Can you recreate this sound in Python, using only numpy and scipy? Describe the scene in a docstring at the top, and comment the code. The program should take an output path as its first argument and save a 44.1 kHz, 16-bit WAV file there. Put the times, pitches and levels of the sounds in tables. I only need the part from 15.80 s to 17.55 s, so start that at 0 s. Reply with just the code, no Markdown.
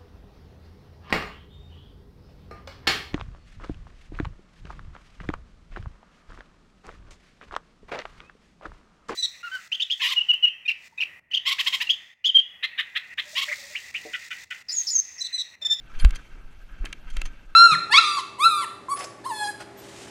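"""Tyre buzz from a paved lane comes up the frame of a coasting bicycle and hums in the shell of a camera fixed to it:
noise rings the shell's modes. Wind is low noise in lumpy gusts over a deep sway; a broad rush lies above it.
Three rough patches jolt the mount (short swinging cosines); loose parts knock sharply (clicks into shell modes)
and the chain rattles (random link contacts ringing shell and chain)."""
import sys
import numpy as np
from scipy import signal
from scipy.io import wavfile

SR = 44100
rng = np.random.default_rng(int(sys.argv[2]) if len(sys.argv) > 2 else 0)


def to_wav(sig):
    """Store sig (one row per channel, or 1-D mono) as 16-bit WAV at the path in sys.argv[1].

    Samples outside -1..1 are clipped; the rate is SR.
    """
    pcm = np.clip(np.atleast_2d(sig), -1, 1) * 32767
    pcm = np.round(pcm).astype(np.int16)
    wavfile.write(sys.argv[1], SR, pcm.T)  # frames by channels


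N = 77175

# modes of the shell: mode_hz, buzz_db, hit_db (knocks and rattles), t60_s
SHELL_MODES = [(1305, -5, -7, 0.023), (1573, -2, -6.5, 0.022), (1642, -51, 1, 0.011),
               (2250, -3.5, 11.5, 0.0049), (2325, -18, -4.5, 0.026), (2696, -5, 5.5, 0.013),
               (3149, -11, -6.5, 0.026), (3460, -13, 0, 0.0056), (4005, -25, -4.5, 0.014),
               (4430, -17, -1, 0.0063), (6130, -15.5, -2, 0.0031), (6970, -34.5, 2, 0.0037)]


def amp(db):
    """Decibels to gain."""
    return 10 ** (np.asarray(db) / 20)


def rms_one(x):
    """Scale to rms 1."""
    return x / np.sqrt(np.mean(x ** 2) + 1e-20)


def in_time(rows, column=1):
    """Interpolate a table column at every sample; column 0 is time in s."""
    rows = np.array(rows)
    return np.interp(np.arange(N) / SR, rows[:, 0], rows[:, column])


def drift(rate_hz):
    """Slow random curve of rms 1: two-pole low-passed noise, computed every 40 samples."""
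    step = 40
    pole = np.exp(-2 * np.pi * rate_hz * step / SR)
    noise = rng.standard_normal(N // step + 2002)
    slow = signal.lfilter([1], [1, -2 * pole, pole * pole], noise)[2000:]  # drop the run-in
    return np.interp(np.arange(N) / step, np.arange(len(slow)), rms_one(slow))


def ring(x, hz, t60_s):
    """Two-pole resonator: a unit click starts a decaying sine of height 1."""
    radius = amp(-60 / (t60_s * SR))
    w = 2 * np.pi * hz / SR
    return signal.lfilter([0, np.sin(w)], [1, -2 * radius * np.cos(w), radius * radius], x + 1e-18)


def band(low_hz, high_hz, order=2):
    """Band-passed white noise, filter run-in dropped."""
    sos = signal.butter(order, [low_hz, high_hz], "band", fs=SR, output="sos")
    return signal.sosfilt(sos, rng.standard_normal(N + 9000))[9000:]


def tyre_buzz():
    """Road noise carried up the frame keeps the shell's modes humming, each with its own flutter."""
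    # buzz strength: time_s, level_db (before the 3 dB cut below), upper_modes_db (all but the lowest two)
    buzz_curve = [(0, -61, 0.5), (.14, -52.5, -4.5), (.152, -49, 1.5), (.178, -52.5, -1.5),
                  (.225, -41, -3.5), (.238, -47.5, -0.5), (.28, -55.5, 0), (.33, -49, -4), (.4, -48.5, -5),
                  (.44, -61, 4.5), (.5, -55, -1.5), (.6, -58.5, -5), (.88, -62, -1), (.925, -48, -11.5),
                  (.96, -56.5, -3.5), (1.04, -54.5, -4.5), (1.09, -55, 3), (1.225, -62.5, -1),
                  (1.25, -52, -3.5), (1.33, -53.5, 1), (1.4, -57.5, 8), (1.48, -54, -3.5),
                  (1.55, -58.5, -1), (1.75, -60, -4)]
    flutter_db = 2.5
    upper_gain = amp(in_time(buzz_curve, column=2))
    hum = np.zeros(N)
    for k, (hz, buzz_db, _, t60_s) in enumerate(SHELL_MODES):
        mode = rms_one(ring(rng.standard_normal(N), hz, t60_s))
        mode = mode * amp(buzz_db + flutter_db * drift(23.4))
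        hum += mode * upper_gain if k > 1 else mode
    return amp(in_time(buzz_curve) - 3 + 1.5 * drift(30)) * hum


def rush():
    """Wind and road rush: broad noise in half-octave bands, each flickering a little."""
    # relative spectrum: freq_hz, density_db (per Hz)
    rush_spectrum = [(41, -31), (70, 0.5), (161, -4), (511, -18.5), (572, -11), (1130, -15), (1550, -50),
                     (1850, -17), (3190, -23), (10800, -34.5), (15500, -36)]
    rush_db, flicker_db = -61.5, -3
    hz, density_db = np.transpose(rush_spectrum)
    edges_hz = np.append(64 * 2 ** np.arange(0, 8, .5), 17000)
    out = np.zeros(N)
    for low_hz, high_hz in zip(edges_hz, edges_hz[1:]):
        centre_log = np.log(low_hz * high_hz) / 2
        band_db = np.interp(centre_log, np.log(hz), density_db)
        out += amp(band_db + flicker_db * drift(24)) * band(low_hz, high_hz)
    return amp(rush_db) * rms_one(out)


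def wind():
    """Low wind noise on the microphone in lumpy gusts, over a deep sway of the mount."""
    # gust level: time_s, level_db
    gust_curve = [(0, -62.5), (.16, -55.5), (.38, -51), (.45, -62), (.6, -58), (.88, -64.5), (1.05, -54.5),
                  (1.26, -60), (1.46, -53), (1.6, -62.5), (1.75, -65)]
    sway_db = -42.5
    gust = rms_one(band(61, 292) * amp(2 * drift(14)))
    sway = rms_one(band(6.1, 34.3, order=3))
    return amp(in_time(gust_curve)) * gust + amp(sway_db) * sway


def jolts():
    """Bumps swing the mount, and dull thuds sound under knocks: a smooth rise, then a quickly dying wobble."""
    # bumps, and dull thuds under knocks (the 123 and 260 Hz rows):
    # peak_s, peak_db, pitch_hz, direction (+-1), fall_cycles
    jolt_rows = [(0.173, -21.5, 11.2, -1, 0.3), (0.237, -8, 16.7, 1, 0.38), (0.2446, -17.5, 123, 1, 0.2),
                 (.257, -2.5, 44, -1, .55), (0.329, -18, 18.4, 1, 0.3), (0.93, -28.5, 26, 1, 0.26),
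                 (1.016, -19.5, 30.7, -1, 0.54), (1.043, -34.5, 260, -1, 0.82), (1.276, -27.5, 19, 1, 0.26),
                 (1.334, -21.5, 16.5, 1, 0.91), (1.384, -15.5, 21.7, -1, 0.12),
                 (1.443, -21, 15.9, 1, 0.33),]
    rise_cycles = 0.25
    out = np.zeros(N)
    for peak_s, peak_db, hz, direction, fall_cycles in jolt_rows:
        cycles = (np.arange(N) / SR - peak_s) * hz
        rise = np.exp(-(cycles / rise_cycles) ** 2 / 2)
        late = np.maximum(cycles, 0) / fall_cycles
        dying = 1 / np.cosh(np.minimum(late, 50))
        shape = np.where(cycles < 0, rise, dying)
        out += np.sign(direction) * amp(peak_db) * shape * np.cos(2 * np.pi * cycles)
    return out


def rattles():
    """Uneven link contacts, dying away, ring the shell and the chain and crackle."""
    # rattles: start_s, level_db (before the 11 dB lift below), fall_s (to -30 dB), tilt_db (per octave; also
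    # added to the crackle), chain_db, favoured_hz
    rattle_rows = [(0.187, -49, 0.033, -5, 6, 6250), (0.196, -37, 0.019, 2.5, 10.5, 4650),
                   (.203, -43, 0.02, -12, 10, 10040), (0.219, -30, 0.0073, -5, -12, 6250),
                   (0.29, -34.5, 0.0057, 3.5, -7, 7200), (.347, -41, 0.007, 1, 14, 4650),
                   (0.3546, -37, 0.019, -1, 12, 6250), (1.051, -22.5, 0.0047, 3, -28, 4350),
                   (1.061, -41, 0.025, -13, -26, 3200), (1.299, -49.5, 0.032, -4.5, 10, 6250),
                   (1.328, -64, 0.066, -2, 13, 7200), (1.363, -51, 0.025, -23, 14, 3200),
                   (1.451, -40, 0.035, -8.5, 9, 6250)]
    # chain modes: mode_hz, level_db, t60_s
    chain_modes = [(2350, -20, 0.014), (3200, 1.5, 0.021), (4290, -3.5, 0.021), (4770, -10, 0.022),
                   (6250, -14, 0.0091), (7200, -12, 0.011), (10040, -30, 0.05)]
    links_per_s, link_spread_db, rise_s = 3500, 3, .003
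    favoured_db = 2.5  # replaces the level of chain modes near favoured_hz
    crackle_db, crackle_hz, crackle_t60_s = -7.5, 9000, 0.0014
    out, t = np.zeros(N), np.arange(7000) / SR
    for start_s, db, fall_s, tilt_db, chain_db, favoured_hz in rattle_rows:
        contacts = rng.random(len(t)) < links_per_s / SR
        sizes = amp(link_spread_db * np.minimum(rng.exponential(1, len(t)), 3)) * contacts
        sizes = sizes * (1 - np.exp(-(t / rise_s) ** 2)) * amp(-30 * t / fall_s)

        modes = [(hz, hit_db + tilt_db * np.log2(hz / 2700), t60_s) for hz, _, hit_db, t60_s in SHELL_MODES]
        for hz, level_db, t60_s in chain_modes:
            favoured = abs(np.log(hz / favoured_hz)) < .1
            modes.append((hz, chain_db + (favoured_db if favoured else level_db), t60_s))

        sound = np.zeros(len(t))
        for hz, level_db, t60_s in modes:
            hits = sizes * rng.standard_normal(len(t))
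            sound += amp(level_db) * ring(hits, hz, t60_s) / np.sqrt(t60_s * SR)
        crackle_hits = sizes * np.exp(-t / fall_s) * rng.standard_normal(len(t))
        sound += amp(crackle_db + tilt_db) * ring(crackle_hits, crackle_hz, crackle_t60_s)
        first = int(start_s * SR)
        out[first:first + len(t)] += amp(db + 11) * sound
    return out


def knocks():
    """A light touch, the main blow and two bounces ring the shell with a crack; the body adds a dull thud."""
    # knocks: blow_s, shell_peak_db, contact_cutoff_hz, body_db, main_ring_lift_db
    knock_rows = [(0.2485, -14, 7460, -25.5, 3.5), (0.308, -30.5, 11800, -47, -2),
                  (1.0451, -36, 1400, -35.5, 8), (1.057, -25, 7000, -38, 2.5),
                  (1.129, -21.5, 7200, -59, 3.5), (1.3691, -23.5, 9000, -37, -1.5),
                  (1.4173, -19, 7900, -38, 5)]
    # dull body of the mount: mode_hz, level_db, t60_s
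    body_modes = [(340, -2.5, 0.016), (658, -6, 0.017), (820, -10, 0.025), (1118, -1, .012)]
    main_ring_hz = 2680
    lead_s, lead_db, bounce_s, bounce_db = .0022, -9, .0017, -7
    crack_db, crack_hz, crack_t60_s, crack_fall_s = -15.5, 7200, 0.00052, .0017
    hit_s = np.array([-lead_s, 0, bounce_s, 2 * bounce_s])
    hit_levels_db = np.array([lead_db, 0, bounce_db, 2 * bounce_db])
    out, t = np.zeros(N), np.arange(3000) / SR - .005  # nominal blow at t = 0
    luck = rng.standard_normal((len(knock_rows), 4, len(SHELL_MODES)))
    highpass = signal.butter(2, 1100, "high", fs=SR, output="sos")
    for (blow_s, db, cutoff_hz, body_db, lift_db), chance in zip(knock_rows, luck):
        at = np.searchsorted(t, hit_s * rng.uniform(.8, 1.2, 4))
        shell = np.zeros(len(t))
        for k, (hz, _, mode_db, t60_s) in enumerate(SHELL_MODES):
            clicks = np.zeros(len(t))
            sign = (-1) ** (k // 2)
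            clicks[at] = sign * amp(hit_levels_db + mode_db + 3 * chance[:, k])
            if abs(np.log(hz / main_ring_hz)) < .06:
                clicks[at[1]] *= amp(lift_db)
            shell -= ring(clicks, hz, t60_s) / (1 + (hz / cutoff_hz) ** 4)
        shell = signal.sosfilt(highpass, shell)

        crack = ring(rng.standard_normal(len(t)), crack_hz, crack_t60_s)
        crack = crack * np.exp(-np.abs(t) / crack_fall_s) * (t > -lead_s)
        crack = amp(crack_db) * crack / (1 + (crack_hz / cutoff_hz) ** 4)
        sound = shell / np.abs(shell).max() + crack

        blow = np.zeros(len(t))
        blow[at[1]] = 1
        thud = sum(amp(level_db) * ring(blow, hz, t60_s) for hz, level_db, t60_s in body_modes)
        first = int((blow_s + t[0]) * SR)
        out[first:first + len(t)] += amp(db) * sound - amp(body_db) * thud
    return out


def scene():
    """All sources reach one microphone."""
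    return (tyre_buzz() + rush() + wind() + jolts() + rattles() + knocks())[None]


def record(dry):
    """Steep low-pass cuts the top."""
    cutoff_hz = 15700  # stopband edge, 60 dB down
    return signal.sosfilt(signal.cheby2(12, 60, cutoff_hz, fs=SR, output="sos"), dry)


dry = scene()
out = record(dry)
to_wav(out)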